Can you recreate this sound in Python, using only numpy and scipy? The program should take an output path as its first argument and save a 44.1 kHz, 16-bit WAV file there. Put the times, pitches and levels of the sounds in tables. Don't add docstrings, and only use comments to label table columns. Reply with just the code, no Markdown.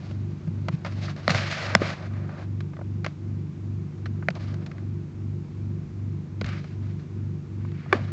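import sys
import numpy as np
from scipy import signal
from scipy.fft import rfft, irfft, next_fast_len
from scipy.io import wavfile
from scipy.ndimage import map_coordinates

SR = 44100
rng = np.random.default_rng(int(sys.argv[2]) if len(sys.argv) > 2 else 0)


def waveform_to_disk(signal):
    frames = np.transpose(np.atleast_2d(signal))
    scaled = np.clip(frames, -1, 1) * 32767
    samples = np.round(scaled).astype(np.int16)
    wavfile.write(sys.argv[1], SR, samples)


def volts_from_db(level):
    exponent = np.asarray(level, float) / 20
    return 10 ** exponent


N = 358091


def unit(x):
    return x / np.sqrt(np.mean(x ** 2) + 1e-20)


def along(points, hz):
    f, v = np.transpose(points)
    return np.interp(np.log(hz + 1), np.log(f + 1), v)


def wobble(rate_hz, count=N, sr=SR):
    knots = rng.standard_normal(int(count * rate_hz / sr) + 4)
    return map_coordinates(knots, [np.arange(count) * rate_hz / sr])


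def filtered(x, response):
    m = next_fast_len(x.shape[-1] + 4096)
    spectrum = rfft(x, m) * response(np.fft.rfftfreq(m, 1 / SR))
    return irfft(spectrum, m)[..., :x.shape[-1]]


def noise(spectrum):
    return unit(filtered(rng.standard_normal(N), lambda hz: volts_from_db(along(spectrum, hz))))


def room():
    # freq_hz, density_db (per Hz)
    cabinet_spectrum = [(24, -36.5), (34, -44), (48, -34), (65, -8), (110, -9), (150, 4.5), (220, -0.5),
                        (280, -11), (355, -3.5), (410, -17.5), (465, -13.5), (520, -21), (700, -32.5),
                        (900, -120)]
    # freq_hz, density_db (per Hz)
    hiss_spectrum = [(260, -25), (450, -3.5), (556, -9.5), (722, -10), (1010, -9), (1770, -16.5),
                     (2380, -16.5), (2980, -21.5), (6840, -26), (7560, -30), (8770, -49.5), (11400, -79),
                     (19300, -120)]
    # time_s, level_db
    far_levels = [(0, -61), (1.8, -63), (2.2, -77.5), (4.8, -67), (5.2, -56), (5.899, -50), (6.2, -70),
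                  (6.6, -60), (8.12, -62.5)]
    far_db = np.interp(np.arange(N) / SR, *np.transpose(far_levels))
    far = volts_from_db(far_db) * noise([(20, -28.5), (36, -22), (50, -8.5), (62, -2), (80, -19.5), (120, -120)])
    cabinet = volts_from_db(-44.5 + 0.45 * wobble(2.5)) * noise(cabinet_spectrum)
    hiss = volts_from_db(-58.5 + 0.43 * wobble(2.2)) * noise(hiss_spectrum)
    return cabinet + far + hiss


def motor():
    # order, level_db (rms), twin_1_db, twin_2_db, twin_3_db (1-3 slip steps higher), first_swell_s
    shaft_orders = [(1, -72.8, -94.6, -101.7, -89.1, 0.367), (2, -77.3, -96.0, -84.6, -82.2, 0.338),
                    (3, -51.7, -59.9, -80.4, -81.3, 0.201), (4, -35.8, -37.2, -62.2, -72.1, 0.205),
                    (5, -44.8, -48.5, -64.2, -74.0, 0.217), (6, -39.9, -45.7, -59.4, -71.7, 0.303),
                    (7, -45.5, -53.0, -56.7, -70.6, 0.309), (8, -49.7, -54.7, -58.4, -89.0, 0.305),
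                    (9, -51.0, -53.0, -58.1, -70.0, 0.186), (10, -51.5, -57.8, -58.5, -64.5, 0.199),
                    (11, -64.0, -68.3, -67.5, -74.7, 0.164), (12, -63.8, -67.3, -76.9, -55.1, 0.328),
                    (13, -67.9, -58.9, -64.5, -57.7, 0.133), (14, -59.6, -56.7, -64.3, -56.7, 0.289),
                    (15, -70.0, -63.8, -79.1, -68.7, 0.106), (16, -61.0, -68.1, -80.8, -72.1, 0.301),
                    (17, -70.4, -78.3, -89.4, -78.2, 0.285)]
    shaft_hz, pull_hz = 24.3551, 99.9782
    stroke_s, stroke_turns = 0.0062, -0.327
    wall_s, wall_share = 0.0238, 0.9
    coarse = 16
    t = np.arange(-coarse, N // coarse + coarse) * coarse / SR
    slip_hz = pull_hz - 4 * shaft_hz
    hum = np.zeros(len(t))
    for order, *levels_db, swell_s in shaft_orders:
        hz = order * shaft_hz
        wall_phase = np.angle(1 + wall_share * np.exp(-1j * 2 * np.pi * hz * wall_s))
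        stroke = np.exp(1j * (2 * np.pi * (hz * (t - stroke_s) + stroke_turns) + wall_phase))
        slip = np.exp(1j * 2 * np.pi * slip_hz * (t - swell_s))
        throb = np.polyval(volts_from_db(levels_db[::-1]), slip)
        drift = volts_from_db(0.25 * wobble(1.2, count=len(t), sr=SR / coarse))
        hum += np.sqrt(2) * (stroke * throb).real * drift
    return signal.resample_poly(hum, coarse, 1, window=("kaiser", 12))[coarse ** 2:][:N]


def case(hz):
    # freq_hz, width_hz, level_db
    resonances = [(596, 153, -1.5), (1204, 207, 0), (1538, 370, 0), (2240, 616, -2), (2900, 770, -5.5),
                  (4200, 1500, -6), (5410, 2700, -10), (7010, 1700, -15)]
    total = 0
    for k, (centre_hz, width_hz, db) in enumerate(resonances):
        damping = 1j * hz * width_hz
        total = total + (-1) ** k * volts_from_db(db) * damping / (centre_hz ** 2 - hz ** 2 + damping)
    return total


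def bands(x):
    # low_hz, high_hz
    limits = [(0, 950), (950, 1750), (1750, 2800), (2800, 9500)]

    def below(hz, edge_hz):
        return 1 / (1 + (hz / (edge_hz + 1e-9)) ** 8)

    def response(hz):
        return case(hz) * np.array([below(hz, high) - below(hz, low) for low, high in limits])

    return filtered(x, response)


def colour(db, bright_db, focus_db):
    step = np.arange(4) - 3 / 2
    return volts_from_db(db + bright_db * step - focus_db * (np.abs(step) > 1))


def fingers():
    # start_s, length_s, level_db, bright_db (per band),
    # focus_db
    slides = [(0.01, .11, -60, -1, -3.5), (0.145, 0.97, -69.5, -2, -3.5), (0.726, 0.016, -57.5, -0.5, -1),
              (0.775, .07, -68.5, -5.5, 6), (0.863, 0.016, -49.5, -1.5, -2), (0.908, 0.11, -57.5, -0.5, -3),
              (1.029, 0.019, -46.5, 1, -4), (1.085, 0.016, -48.5, 0, -4.5), (1.176, 0.03, -53, -2, -4.5),
              (1.237, .05, -53.5, -0.5, -3), (1.3, 0.056, -37, 0, -4), (1.363, .12, -39.5, 0.5, 0),
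              (1.504, 0.051, -37, 2, 0), (1.576, 0.087, -38, 0, -0.5), (1.679, 0.077, -39.5, -2, 0.5),
              (1.811, .1, -39.5, -1, -1.5), (1.929, 0.073, -52, -2.5, -2), (2.027, 0.034, -51.5, -3, -1.5),
              (2.108, .14, -58, -5, 0), (2.28, 0.14, -56.5, -4, -0.5), (2.38, 0.058, -58, -2, -1),
              (3.076, .01, -56.5, -1.5, -1), (3.95, 0.43, -72.5, -4, 1), (4.36, 0.0081, -56.5, -4, -7.5),
              (4.405, 0.11, -55, -1, -2), (4.537, .1, -63, -4, -3), (4.664, 0.16, -67.5, -4.5, -5),
              (6.441, .04, -54, -2.5, 1), (6.484, 0.043, -46.5, 1.5, 6), (6.545, 0.053, -52.5, 0.5, 4.5),
              (6.63, 0.11, -64, 1.5, 2), (6.83, 0.08, -65.5, 1, 0), (6.993, 0.0056, -64.5, 1, 1),
              (7.594, 0.13, -66.5, 1, 4), (7.75, .17, -57.5, 2, 9), (7.943, 0.0055, -39, -4, -1.5),
              (7.972, 0.03, -49.5, -5, 2.5), (8.012, .1, -56, -0.5, 0)]
    # level_db, bright_db (per band), focus_db
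    still_hand = (-73.5, -2.5, 0)
    grip_db_per_s, lift_db_per_s = 701, 398
    jerks = rng.standard_normal(N) * volts_from_db(1.5 * wobble(60) + 0.87 * wobble(400))
    t = np.arange(0, N / SR, 1 / 1000)
    power = colour(*still_hand)[:, None] ** 2
    for start_s, length_s, *tone in slides:
        grip_db = grip_db_per_s * np.maximum(start_s - t, 0)
        lift_db = lift_db_per_s * np.maximum(t - start_s - length_s, 0)
        power = power + np.outer(colour(*tone), volts_from_db(-grip_db - lift_db)) ** 2
    out = np.zeros(N)
    for part, gain in zip(bands(jerks), np.sqrt(power)):
        unsteady = volts_from_db(0.74 * wobble(30) + 0.84 * wobble(11))
        out += unit(part) * np.interp(np.arange(N) / SR, t, gain) * unsteady
    return out


def bumps():
    # peak_s (strongest swing), peak_db, swing_hz, length_s
    rocks = [(.117, -36, 170, 0.013), (0.485, -19.5, 162, 0.029), (.698, -27, 160, 0.025),
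             (0.743, -14, 149, 0.018), (.865, -30, 176, 0.042), (1.286, -18.5, 213, 0.0095),
             (1.308, -16, 160, 0.017), (1.354, -18, 129, 0.013), (1.758, -14.5, 182, 0.014),
             (1.819, -10, 330, 0.0027), (2.8, -37, 166, 0.02), (4.29, -25, 173, 0.018),
             (4.312, -27, 160, 0.024), (6.422, -29.5, 200, 0.022), (6.449, -17.5, 112, 0.013),
             (6.46, -41, 55, .05), (1.295, -44, 55.3, 0.075), (6.417, -26, 450, 0.0048),
             (7.878, -29.5, 121, 0.029), (7.934, -13, 383, 0.012), (7.955, -23.5, 256, 0.011),
             (8.022, -28, 150, 0.015)]
    before = SR // 10
    out, t = np.zeros(N + SR), np.arange(-before, before) / SR
    for peak_s, db, hz, length_s in rocks:
        width_s = np.where(t < 0, 0.25, 0.4) * length_s
        swing = np.exp(-(t / width_s) ** 2 / 2) * np.sin(2 * np.pi * hz * t)
        out[round(peak_s * SR) - before:][:len(t)] += volts_from_db(db) * swing
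    return out[:N]


def clicks():
    # start_s, level_db (rms over 12 ms), bright_db (per band), focus_db
    ticks = [(0.0304, -71, -9, -6), (0.1096, -55.5, -4.5, -3.5), (0.6835, -37.5, -3.5, -2),
             (1.3034, -32, 1, -3), (1.3463, -30.5, -1, 6), (1.8178, -36.5, -7, 5.5),
             (2.2404, -81, -1, -7.5), (2.2912, -50.5, -8.5, 5.5), (2.6045, -47.5, 0.5, 3.5),
             (2.733, -56.5, -6, 4), (2.7656, -54, -6.5, 5), (2.789, -61, -13, 0), (2.812, -57.5, -13.5, 3),
             (3.0621, -36, -2.5, 1.5), (4.2245, -51, -16, 24), (4.3027, -48.5, 0, -3.5),
             (4.5407, -57, 0, -4.5), (4.714, -48.5, 2, 13), (6.4117, -39.5, 0.5, 0.5),
             (6.4431, -44, 6.5, 10), (6.4607, -51.5, 6, 2), (7.648, -53.5, -9, 12), (7.7169, -59, 2, 5)]
    # start_s, level_db (rms over 12 ms), bright_db (per band), focus_db
    creaks = [(0.4738, -60.5, -4, -4.5), (0.847, -39.5, -3, 1), (0.8614, -44, -2.5, -2),
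              (0.9213, -53, 0, 2), (1.0798, -44, -9, 20), (1.1618, -54, -1, -4), (1.2934, -29.5, -1.5, 6.5),
              (2.1344, -60, 0, 4), (3.044, -36.5, -0.5, 4), (4.0567, -43, 0, 5), (4.351, -53, -0.5, -4.5),
              (4.6613, -52.5, 2, -1.5), (4.78, -53.5, -0.5, 9), (6.488, -53, 1.5, -3),
              (6.6408, -53.5, -2, -0.5), (7.859, -60, -10, 3)]
    out, t = np.zeros(N + SR), np.arange(SR // 10) / SR
    for events, t60_s in ((ticks, 0.024), (creaks, 0.038)):
        envelope = volts_from_db(-60 * t / t60_s) * (1 - np.exp(-t / (0.02 * t60_s)))
        for start_s, *tone in events:
            parts = bands(rng.standard_normal(len(t)) * envelope)
            parts = parts / np.sqrt(np.sum(parts ** 2, axis=1, keepdims=True) / (0.012 * SR))
            out[round(start_s * SR):][:len(t)] += colour(*tone) @ parts
    return out[:N]


def snaps():
    # start_s, peak_db, rise_s, crack_db (share)
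    seams = [
        (1.279, 1, 0.0003, -2.5),
        (1.7504, 4.5, 0.00076, 1),
        (4.2851, -4, 0.00066, -11.5),
        (7.9261, 1.5, 0.002, -13),
    ]
    # freq_hz, level_db, t60_s
    seam_modes = [
        [(623, -6.5, 0.016), (1280, -0.5, 0.0061), (1950, -2, 0.0061), (2710, -11.5, 0.0041),
         (4260, -3, 0.0038), (5730, -18, 0.0051)],
        [(647, -4, 0.015), (1170, -9.5, .01), (1545, 0.5, 0.0092), (1967, 2.5, 0.0065), (2930, -6, 0.0048),
         (3436, -5.5, 0.0062), (4100, -3, 0.002), (5250, 0.5, 0.0055), (7140, -3, 0.0032)],
        [(638, -2.5, 0.013), (1483, 0.5, 0.0064), (2006, 5, 0.0049), (2370, -8.5, 0.008), (2930, -14.5, 0.0077),
         (3970, -21, 0.0067)],
        [(458, -8.5, 0.027), (636, -15.5, 0.021), (782, -9, 0.023), (1150, -2.5, 0.02), (1550, -4.5, 0.018),
         (1717, -6, 0.02), (2307, 0.5, 0.013), (2920, -17, 0.016), (3525, -12, 0.011)],
    ]
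    out, t = np.zeros(N + SR), np.arange(SR // 10) / SR
    for (start_s, db, rise_s, crack_db), modes in zip(seams, seam_modes):

        def swell(hz):
            return (1 - np.exp(-t / (0.63 * rise_s + 0.3 / hz))) ** 3

        ring = np.zeros(len(t))
        for hz, level_db, t60_s in modes:
            tone = np.sin(2 * np.pi * (hz * t + rng.random()))
            ring += volts_from_db(level_db - 60 * t / t60_s) * swell(hz) * tone
        grain = unit(filtered(rng.standard_normal(len(t)), case))
        crack = volts_from_db(crack_db - 60 * t / (8 * rise_s)) * swell(3000) * grain
        snap = ring + crack
        out[round(start_s * SR):][:len(t)] += volts_from_db(db) * snap / np.abs(snap).max()
    return out[:N]


def scene():
    # freq_hz, gain_db
    mic_response = [(20, 1.5), (6800, -3), (7800, -8.5), (8600, -10), (9100, -43), (9600, -120)]
    touch = filtered(fingers() + clicks() + snaps(), lambda hz: volts_from_db(along(mic_response, hz)))
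    return (motor() + room() + touch + bumps())[None]


def low_pass(x):
    return signal.sosfilt(signal.butter(12, 8920, fs=SR, output="sos"), x)


def record(dry):
    held = dry / (1 + np.abs(dry / 0.93) ** 8) ** (1 / 8)
    held = filtered(held, lambda hz: 1 / (1 + (hz / 8800) ** 40))
    return low_pass(held)


dry = scene()
out = record(dry)
waveform_to_disk(out)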